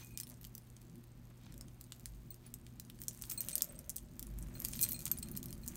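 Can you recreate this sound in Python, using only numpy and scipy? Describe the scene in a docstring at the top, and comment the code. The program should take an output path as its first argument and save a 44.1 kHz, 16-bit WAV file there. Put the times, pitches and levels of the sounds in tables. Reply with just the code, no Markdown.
"""Two hands open a charm bracelet over a table in a quiet room, stretch it out and tip it to and fro.
At first there is hum, rumble, air and hiss, made of a sine and filtered noise; the chain rattles and rubs.
Beads and links soon clack as short filtered knocks; a flat charm, a pendant and small charms ring as tones.
The knocks thin out, then crowd together from about three seconds on, when a glass drop joins them.
Soft deep swells come and go; the low rumble is stronger near the end."""
import sys
import numpy as np
from scipy import signal
from scipy.fft import rfft, irfft, next_fast_len
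from scipy.io import wavfile
from scipy.ndimage import uniform_filter1d

SR = 44100
rng = np.random.default_rng(int(sys.argv[2]) if len(sys.argv) > 2 else 0)


def transcribe(u):
    """Save the signal u as a 16-bit wav file named by the first command-line argument.

    u: samples, shape (n,) or (channels, n), limited to [-1, 1]; the rate is SR.
    q: integer samples, one column per channel.
    """
    v = np.clip(np.atleast_2d(u).T, -1, 1)
    q = np.round(v * 32767).astype(np.int16)
    wavfile.write(sys.argv[1], SR, q)


N = 254178  # length in samples

# Colour of the steady air and hiss, shape only: pitch_hz, level_db
AIR_COLOUR = [(20, -2.5), (200, 10.5), (400, 2.5), (800, -2.5), (1500, -7), (5000, -14), (7000, -23),
              (10500, -29), (14300, -20.5), (15700, -22.5), (15950, -55)]
AIR_DB = -67.5  # overall level of air and hiss
# Level of the mains hum over time: time_s, level_db
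HUM_LEVEL = [(0, -59), (3.44, -60), (3.52, -81), (3.95, -68), (4.03, -65), (4.4, -56.5), (5.76, -60)]
HUM_HZ = 120.6
# Level of the low drone and rumble over time: time_s, level_db
LOW_LEVEL = [(0, -61), (1.4, -62.5), (1.65, -58), (2, -62), (2.25, -61), (3.75, -58.5), (4.07, -61),
             (4.45, -52.5), (5, -53.5), (5.76, -52)]
# Peaks of the rumble and of the drone: pitch_hz, width_hz, level_db
RUMBLE_PEAKS = [(48.3, 37, -1), (73, 25, -9), (103, 17, -9.5)]
DRONE_PEAKS = [(154.3, 78, 0.5), (211, 46, -14), (239.6, 35.4, 0), (344, 41.4, -6.5)]
RUMBLE_DB = -1.5  # against the drone
# Level of the faint chain rattle over time: time_s, level_db
RATTLE_LEVEL = [(0, -59.5), (.11, -65.5), (.3, -74), (.4, -72.5), (1.14, -76), (2.02, -71), (2.77, -75),
                (3.05, -68.5), (3.3, -57), (3.62, -60), (3.8, -69.5), (4.17, -72), (4.56, -66.5),
                (4.72, -52.5), (4.94, -57), (5.45, -70.5), (5.6, -68), (5.76, -61.5)]
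LINK_HZ = 6480  # ring of the chain links
TICKS_PER_S = 450  # average rate of the larger link ticks
FINE_PER_S, FINE_DB = 2500, -6.0  # finest ticks of links sliding on links, against the larger ones
BRUSH_DB = -34  # how strongly the ticking links brush the flat charm
# Other small charms, one tone each: start_s, pitch_hz, level_db, time_to_fall_60_db_s
SMALL_CHARMS = [(.005, 6230, -60, .15), (.025, 2470, -59, .2), (.105, 2500, -64, .2), (.146, 2450, -64, .2),
                (.176, 2450, -60, .12), (.139, 8800, -57, .03), (.234, 5350, -47, .035),
                (.234, 8800, -52, .045), (3.245, 7940, -59, .045), (3.531, 11300, -56, .045)]
# Rustle of skin and sleeve: middle_s, length_s, level_db, centre_hz
RUBS = [(0.01, 0.066, -62.5, 2540), (0.322, 0.034, -68.5, 1090), (1.313, 0.024, -70, 1240),
        (1.47, 0.13, -69, 2600), (1.622, 0.088, -73.5, 780), (2.462, 0.056, -68, 3000),
        (3.515, 0.59, -66, 1390), (4.624, 0.77, -68.5, 1320), (5.14, 1, -69.5, 970),
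        (5.723, 0.15, -66.5, 1240)]
# Distinct knocks of beads and links: peak_s, peak_level_db,
# weight_db (added to the lows), sparkle_db (added to the highs)
CLACKS = [(0.047, -40, -12, 4), (.1748, -21, -3, -3), (0.182, -36, 1.5, 5), (.1886, -36, 4, -9),
          (.201, -23, -3, 4), (0.2106, -28, 4, 8), (.2336, -31, 7, 3), (.27, -39, 5, 4.5),
          (0.2769, -43, -6, 7), (.2916, -39, -1.5, 1.5), (.2995, -36, -1, 6), (0.3085, -40.5, 0, -13),
          (.318, -42, -6, -9), (0.3414, -46, -4, -8), (.413, -43, 8, 7), (.4319, -38, 3, 8),
          (0.4434, -34.5, 12, -5), (0.4502, -30, 8, 4.5), (.47, -40.5, -4, 15), (0.5513, -30.5, -2.5, 8.5),
          (0.58, -35.5, -1, 3.5), (0.7016, -43, -5, -4), (0.7664, -44.5, 4, -12), (0.817, -42.5, 1, -2),
          (.898, -47, 0.5, -12), (0.9565, -45, 2, 1), (1.04, -44, 8, 4.5), (1.5238, -42.5, 6, -5),
          (1.5417, -40, 5, -5), (1.579, -36.5, -15, -2), (1.6108, -30, 1, -4), (1.6836, -42.5, 3, -18),
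          (1.8114, -32.5, 2, 2.5), (1.841, -39.5, -6, -5), (1.9218, -27.5, 4.5, -4), (1.997, -39, 0, 1),
          (2.0579, -22.5, -1, -2), (2.3437, -38, -2, 2), (2.5404, -27, -5, -0.5), (2.6665, -39.5, 7.5, -4),
          (2.7988, -27.5, -2, 3), (2.8502, -43, -6, -7), (2.9, -34, 14, 4), (2.9897, -41.5, 9, -9),
          (3.017, -28.5, -1, 4), (3.0268, -39.5, 0, -2), (3.0367, -34, -3, 1), (3.083, -20, -7.5, -3),
          (3.091, -38, 0, -9), (3.1102, -39, 3, -18), (3.148, -38.5, -10, 0), (3.215, -35, -4, -13),
          (3.2222, -22, -11, 0), (3.2382, -30.5, 10, -15), (3.2526, -35, -9, 4), (3.298, -24.5, -17, 6),
          (3.301, -22, -7, -3), (3.3138, -24.5, 2, 4), (3.3188, -23.5, 3, 4), (3.4064, -18.5, -3, 5),
          (3.4178, -28, -9, 3), (3.486, -19, 0.5, 4), (3.4938, -30, -3, -3), (3.4997, -28.5, 6, 5),
          (3.51, -30, -5, -6), (3.5156, -28, -4, -6), (3.5328, -31.5, -28, -13), (3.5554, -10.5, -6.5, 4),
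          (3.581, -19.5, -4, 1), (3.6079, -30, 14, -5), (3.6212, -8.5, -4, 5), (3.644, -28, -6, 3),
          (3.791, -30, -5, 1.5), (3.895, -19, -7.5, 3.5), (3.9013, -22, -6, -3), (3.9602, -29, -5, 5),
          (3.9653, -20, -8.5, 3.5), (3.9829, -31, -3, -11), (4.1946, -23.5, -4.5, 4.5),
          (4.2278, -25.5, -4, 3), (4.2694, -35, -1, 3), (4.3876, -32, -17.5, 1), (4.4261, -33.5, -20, -6),
          (4.6013, -25.5, -10, 5.5), (4.6203, -27, -1, 4), (4.6441, -31, -7.5, -1),
          (4.6494, -16.5, -0.5, -2), (4.6596, -31, 4, 3), (4.6771, -40, -7.5, 3), (4.6857, -22.5, -5, 5),
          (4.735, -23.5, 1.5, -21), (4.7629, -29.5, 10, 10), (4.7924, -23, 3, 4), (4.811, -25, -.6, 6),
          (4.8143, -13.5, -9, 8), (4.822, -18, -1, 12), (4.8282, -11.5, -41, 0), (4.8342, -12, -12, -2),
          (4.8403, -13, -3.5, 7), (4.8512, -26, 9.5, 5.5), (4.864, -30, 7, .6), (4.889, -23, 2, 7),
          (4.8938, -24.5, -6, 4), (4.9105, -26, -7, 23), (4.9197, -20.5, -6, 6), (4.9237, -22.5, -3.5, .6),
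          (4.9321, -23, -21, 9), (4.992, -28.5, -3, 3), (5.0056, -30, -2, 1), (5.015, -34.5, -6, -3),
          (5.0214, -34, -9, -4.5), (5.0555, -16.5, -6, 3.5), (5.0648, -24.5, 3, -2), (5.0673, -25, 7.5, -4),
          (5.0765, -34, 7, -7), (5.0795, -28.5, 2, -5.5), (5.115, -15, 2, -1.5), (5.1712, -37, 5.5, -9),
          (5.1867, -26.5, -6.5, 5), (5.19, -33, -3, 8), (5.23, -28, 1, -2), (5.2862, -33.5, 0, -1),
          (5.315, -33.5, -6, 9), (5.3524, -39, 11, -3.5), (5.3671, -29.5, -2, 0.5), (5.3739, -22, -3, 10.5),
          (5.4298, -28.5, -2.5, -1), (5.441, -33, -5, 5), (5.4587, -29, 1, 5), (5.4847, -38, -3, -1),
          (5.507, -33, -0.5, 3), (5.528, -30, 1, -4), (5.664, -35.5, -13, 4.5), (5.6784, -22, -8.5, 1),
          (5.6839, -26, -30, -5), (5.7558, -31.5, -2, 4)]
# Colour shared by all knocks: pitch_hz, level_db
CLACK_COLOUR = [(400, -39), (1000, -15.5), (2000, -9.5), (4500, -2.5), (7000, 1), (8500, 3), (10300, 0),
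                (12500, 2.5), (15700, -1), (16300, -24.5), (18000, -22.5)]
SCATTER, SCATTER_SPREAD_DB = 0.15, 3.0  # rebounds inside a knock, as gain against its snap
BOUNCES = 2  # later bounces per knock
BOUNCE_S, BOUNCE_DB, BOUNCE_SPREAD_DB = .007, -14.5, 2  # mean gap, level change and its spread per bounce
# Blows on the flat charm: start_s, level_db, hardness_db_per_octave (tilt around the main tone),
# spot_db (for the other tones), damping_factor (as it lies against others; below 1 counts as 1)
DISC_BLOWS = [(.146, -70, -4, 1, 1.2), (0.21, -66, -1.5, 7, 0.99), (2.305, -55.5, 10, 8, 1.7),
              (3.0015, -65, 14, 5, 2), (3.329, -51.5, 12, -9, 1.8), (3.376, -42.5, 2.2, 2.5, 0.96),
              (3.434, -71, 8, 8, 1.1), (3.485, -70, 14, -1, 0.93), (3.529, -43.5, -5, -9, 1.8),
              (3.694, -51.5, .6, -25, 2.4), (3.753, -60, 8, -12, 1.5), (4.552, -62, 3, 12.5, 0.84),
              (4.792, -74, -13, 10, 0.93), (4.8306, -39, 0.5, 5.5, 1.46), (4.905, -63, 3, 16, 0.95),
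              (4.944, -50, -1, 6.5, 1), (4.992, -64, -9, 2, 1.1), (5.134, -67, -6, 5, 1),
              (5.226, -45.5, 0, 3.5, 2.7), (5.269, -71, -7, 6, 1.3), (5.331, -72, -5, 7, 1.44),
              (5.361, -56, 0, 1.5, 1.1), (5.493, -73, -1.7, 12, 1.06), (5.634, -60, -0.5, 7, 2.5)]
# Tones of the flat charm: pitch_hz, level_db, time_to_fall_60_db_s (before damping)
DISC_TONES = [(2450, -16, .15), (4200, -2, .09), (6230, -12, .04), (8300, 4, .14), (15560, -3, .09)]
MAIN_HZ = 8300  # main tone of the flat charm
# Blows on the small pendant: start_s, level_db, hardness_db (added to its high tone)
PENDANT_BLOWS = [(.233, -46.5, -3), (.277, -56, -15), (.6335, -64, -15), (2.4645, -48.5, 4),
                 (3.3194, -42, 19.5), (3.5124, -58, 14), (3.7209, -58, 15), (5.1745, -39, -7),
                 (5.316, -47, 7), (5.5345, -48.5, -15)]
# Tones of the pendant: pitch_hz, level_db, time_to_fall_60_db_s
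PENDANT_TONES = [(9810, 0, .04), (15120, -16, .086)]
# Swells of a hollow band near 600 Hz: middle_s, length_s, level_db
HOLLOW_SWELLS = [(.33, 0.08, -71), (1.6, 0.13, -72), (3.1, 0.067, -75), (3.65, 0.54, -64.5),
                 (4.7, 0.99, -71), (5.5, 0.43, -73)]
# Peak of the hollow band: pitch_hz, width_hz, level_db
HOLLOW_PEAK = [(579, 134, 0)]
# Soft deep swells: middle_s, length_s, peak_level_db
THUDS = [(.47, .14, -54), (1.65, .25, -51.5), (2.16, 0.16, -48.5), (4.04, 0.1, -49), (4.37, 0.26, -43)]
THUD_HZ = 50.3
# Blows on the glass drop: start_s, level_db
GLASS_BLOWS = [(3.4058, -25.5), (3.9637, -38), (4.595, -45), (4.6194, -45.5), (4.6487, -33), (4.7564, -38),
               (4.9312, -52), (5.1156, -21), (5.3652, -41)]
# Tones of the glass drop: pitch_hz, time_to_fall_60_db_s
GLASS_TONES = [(12150, 0.018), (12370, 0.016)]
# How fast the echo dies at each pitch: pitch_hz, time_to_fall_60_db_s
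ECHO_DECAY = [(1000, .1), (2500, .1), (5000, .12), (10000, .1), (16000, .07)]
ECHO_DB = -11.5  # echo against the direct sound
EDGE_HZ = 16800  # upper edge of the sound


def gain_of(db):
    """Turns decibels into a gain."""
    return 10 ** (np.asarray(db) / 20)


def evened(x):
    """Scales a signal to an average (rms) level of 1."""
    return x / np.sqrt(np.mean(x ** 2) + 1e-30)


def read(points, hz):
    """Reads a table at the given pitches, with straight lines on a log pitch scale."""
    f, value = np.transpose(points)
    return np.interp(np.log(hz + 1), np.log(f + 1), value)


def curve(table):
    """Turns a table of times and levels into a gain for every sample."""
    time_s, level_db = np.transpose(table)
    return gain_of(np.interp(np.arange(N) / SR, time_s, level_db))


def swells(events):
    """Gain that rises and falls smoothly around the middle of each event."""
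    t = np.arange(N) / SR
    return sum(gain_of(db) * np.exp(-(2 * (t - middle) / length) ** 2) for middle, length, db in events)


def add(mix, s, sound):
    """Mixes a sound in at time s."""
    part = mix[max(round(s * SR), 0):][:len(sound)]
    part += sound[:len(part)]


def noise(gain):
    """Steady noise at rms 1, coloured by a function that gives the gain at each pitch."""
    size = next_fast_len(N)
    spectrum = rfft(rng.standard_normal(size))
    colour = gain(np.fft.rfftfreq(size, 1 / SR))
    return evened(irfft(spectrum * colour, size)[:N])


def humps(peaks):
    """Spectrum made of resonance peaks; each width is taken at half the peak's gain."""
    return lambda hz: sum(gain_of(db) / (1 + (2 * (hz - f) / width) ** 2) for f, width, db in peaks)


def wobble(db):
    """Slow uneven swelling, made of low-pitched noise used as a level in dB."""
    return gain_of(db * noise(humps([(2.3, 3.7, 0)])))


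def tone(hz, db, t60):
    """A struck tone: a close pair that beats and dies away, slightly detuned at random."""
    t = np.arange(6000) / SR
    detune, split = rng.standard_normal(2)
    turns = hz * (1 + 0.0013 * detune) * t
    partner_turns = turns + 45 * split * t  # typically up to some tens of Hz away
    swing = np.sin(2 * np.pi * turns) + .3 * np.sin(2 * np.pi * partner_turns)
    onset = np.minimum(t / 0.0011, 1)
    return gain_of(db - 60 * t / t60) * onset * swing


def knocks(weight_db, sparkle_db, decay_ms, lumpy_db):
    """One knock per row, peak 1: a snap and a brief scatter of tiny rebounds, in an uneven colour."""
    hz, t = abs(np.fft.fftfreq(512, 1 / SR)), np.arange(512) / SR
    chance = rng.standard_normal((len(weight_db), 2, 512))
    # Smoothed noise makes each spectrum lumpy; its mirror image keeps both halves alike.
    smooth = uniform_filter1d(uniform_filter1d(chance[:, 0], size=10), size=10)
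    lumps_db = lumpy_db * evened(smooth)
    lumps_db = lumps_db + np.roll(lumps_db[:, ::-1], 1, axis=1)
    low = np.clip((6000 - hz) / 2500, 0, 1)
    high = np.clip((hz - 9500) / 2500, 0, 1)
    colour_db = read(CLACK_COLOUR, hz) + np.outer(weight_db, low) + np.outer(sparkle_db, high) + lumps_db
    scatter = SCATTER * gain_of(SCATTER_SPREAD_DB * chance[:, 1, :1])
    blow = scatter * chance[:, 1] * np.exp(-t / (decay_ms / 1000))
    blow[:, 0] = 1  # the snap
    # Minimum phase: nothing sounds before the blow.
    causal = np.exp(np.conj(signal.hilbert(np.log(gain_of(colour_db)))))
    out = np.fft.ifft(np.fft.fft(blow) * causal).real
    return out / abs(signal.hilbert(out)).max(axis=1, keepdims=True)


def air_and_hiss():
    """The air of the room and the hiss of the microphone: one steady coloured noise."""
    return gain_of(AIR_DB) * noise(lambda hz: gain_of(read(AIR_COLOUR, hz)))


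def mains_hum():
    """A single low sine whose level follows a table and wavers slightly."""
    t = np.arange(N) / SR
    sine = np.sqrt(2) * np.sin(2 * np.pi * HUM_HZ * t)  # rms 1
    return sine * wobble(0.58) * curve(HUM_LEVEL)


def rumble_and_drone():
    """Two low noises with resonance peaks, each swelling unevenly under one common level."""
    rumble = noise(humps(RUMBLE_PEAKS)) * wobble(1.5)
    drone = noise(humps(DRONE_PEAKS)) * wobble(1.5)
    return (gain_of(RUMBLE_DB) * rumble + drone) * curve(LOW_LEVEL)


def random_ticks(size_db, per_s):
    """Single-sample blows of mixed size at random times, scaled to rms 1."""
    sizes = gain_of(size_db * np.minimum(rng.exponential(1, N), 3.5))
    return evened(sizes * (rng.random(N) < per_s / SR))


def chain_rattle():
    """Countless faint ticks as the chain moves; they ring the links and brush the flat charm."""
    weight_db = -2.0 + 6.0 * rng.standard_normal(48)
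    sparkle_db = 4.4 * rng.standard_normal(48)
    kinds = knocks(weight_db, sparkle_db, decay_ms=1.1, lumpy_db=2.5)
    ticks = random_ticks(4.8, TICKS_PER_S) + gain_of(FINE_DB) * random_ticks(5.3, FINE_PER_S)
    # Every tick is voiced by one of the 48 knocks.
    kind = rng.integers(0, len(kinds), N)
    out = sum(signal.oaconvolve(ticks * (kind == k), knock)[:N] for k, knock in enumerate(kinds))
    ring = signal.lfilter(*signal.iirpeak(LINK_HZ, 9.0, SR), out)
    moving = evened(out + 0.37 * ring) * curve(RATTLE_LEVEL)
    brushed = np.zeros(N)
    for hz, db, t60 in DISC_TONES:
        width = np.log(1000) / np.pi / t60  # a longer ring means a narrower resonance
        resonance = signal.lfilter(*signal.iirpeak(hz, hz / width, SR), moving)
        brushed += gain_of(db) / np.sqrt(width / SR) * resonance
    return moving + gain_of(BRUSH_DB) * brushed


def small_charms():
    """Each small charm rings one struck tone."""
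    out = np.zeros(N)
    for s, *mode in SMALL_CHARMS:
        add(out, s, tone(*mode))
    return out


def rustle():
    """Grainy rubbing of skin and sleeve: each stroke is noise in a wide band of its own."""
    grain = gain_of(3.3 * evened(uniform_filter1d(rng.standard_normal(N), size=300)))
    return grain * sum(noise(humps([(hz, 2.5 * hz, 0)])) * swells([stroke]) for *stroke, hz in RUBS)


def clacks():
    """The distinct knocks of beads and links, each followed by fainter bounces."""
    s, peak_db, weight_db, sparkle_db = np.transpose(CLACKS)
    out = np.zeros(N)
    sounds = knocks(weight_db, sparkle_db, decay_ms=1.54, lumpy_db=1.29)
    shape = (len(s), BOUNCES)
    gaps_s = BOUNCE_S * (.5 + rng.random(shape)).cumsum(axis=1)
    losses_db = (BOUNCE_DB + BOUNCE_SPREAD_DB * rng.standard_normal(shape)).cumsum(axis=1)
    for at, db, knock, gaps, losses in zip(s, peak_db, sounds, gaps_s, losses_db):
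        peak_delay_s = abs(knock).argmax() / SR  # the table times the loudest moment
        for gap, loss_db in [(0, 0), *zip(gaps, losses)]:
            add(out, at + gap - peak_delay_s, gain_of(db + loss_db) * knock)
    return out


def flat_charm():
    """The flat charm rings; hardness and spot of the blow set its mix of tones, contact damps them."""
    out = np.zeros(N)
    for s, blow_db, hard_db, spot_db, damping in DISC_BLOWS:
        for hz, db, t60 in DISC_TONES:
            is_other_tone = abs(hz / MAIN_HZ - 1) > 1 / 10
            colour_db = hard_db * np.log2(hz / MAIN_HZ) + spot_db * is_other_tone
            add(out, s, tone(hz, blow_db + db + colour_db, t60 / max(damping, 1)))
    return out


def pendant():
    """The small pendant rings two tones; the hardness of the blow sets the higher one."""
    out = np.zeros(N)
    for s, blow_db, hard_db in PENDANT_BLOWS:
        for k, (hz, db, t60) in enumerate(PENDANT_TONES):
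            add(out, s, tone(hz, blow_db + db + k * hard_db, t60))
    return out


def hollow_band():
    """Noise around one resonance, heard as hollow swells."""
    return noise(humps(HOLLOW_PEAK)) * swells(HOLLOW_SWELLS)


def deep_swells():
    """A very low sine that softly rises and falls."""
    t = np.arange(N) / SR
    return np.sin(2 * np.pi * THUD_HZ * t) * swells(THUDS)


def glass_drop():
    """The glass drop gives two high tones close together that die very quickly."""
    out = np.zeros(N)
    for s, db in GLASS_BLOWS:
        for hz, t60 in GLASS_TONES:
            add(out, s, tone(hz, db, t60))
    return out


def echo(x):
    """Table and walls: sparse taps of random sign, each band dying at its own speed."""
    taps = np.zeros(16000)
    at = np.arange(60, 15960, 20)
    taps[at + rng.integers(0, 20, len(at))] = rng.choice([-1., 1.], len(at))
    hz, t, bands = signal.stft(taps, SR, nperseg=128)
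    fading = gain_of(-60 * t / read(ECHO_DECAY, hz)[:, None])
    tail = signal.istft(bands * fading, SR, nperseg=128)[1]
    return signal.oaconvolve(x, tail / np.linalg.norm(tail))[:N]


def scene():
    """The bracelet close by, with its echo, in the room; the room sounds get no echo."""
    bracelet = chain_rattle() + small_charms() + clacks() + flat_charm() + pendant() + glass_drop()
    room = air_and_hiss() + mains_hum() + rumble_and_drone() + rustle() + hollow_band() + deep_swells()
    return (bracelet + gain_of(ECHO_DB) * echo(bracelet) + room)[None]


def record(dry):
    """A low-pass filter removes what lies above the upper edge."""
    lowpass = signal.firwin(255, EDGE_HZ, window=("kaiser", 9), fs=SR)
    return signal.oaconvolve(dry, lowpass[None], "same")


dry = scene()
out = record(dry)
transcribe(out)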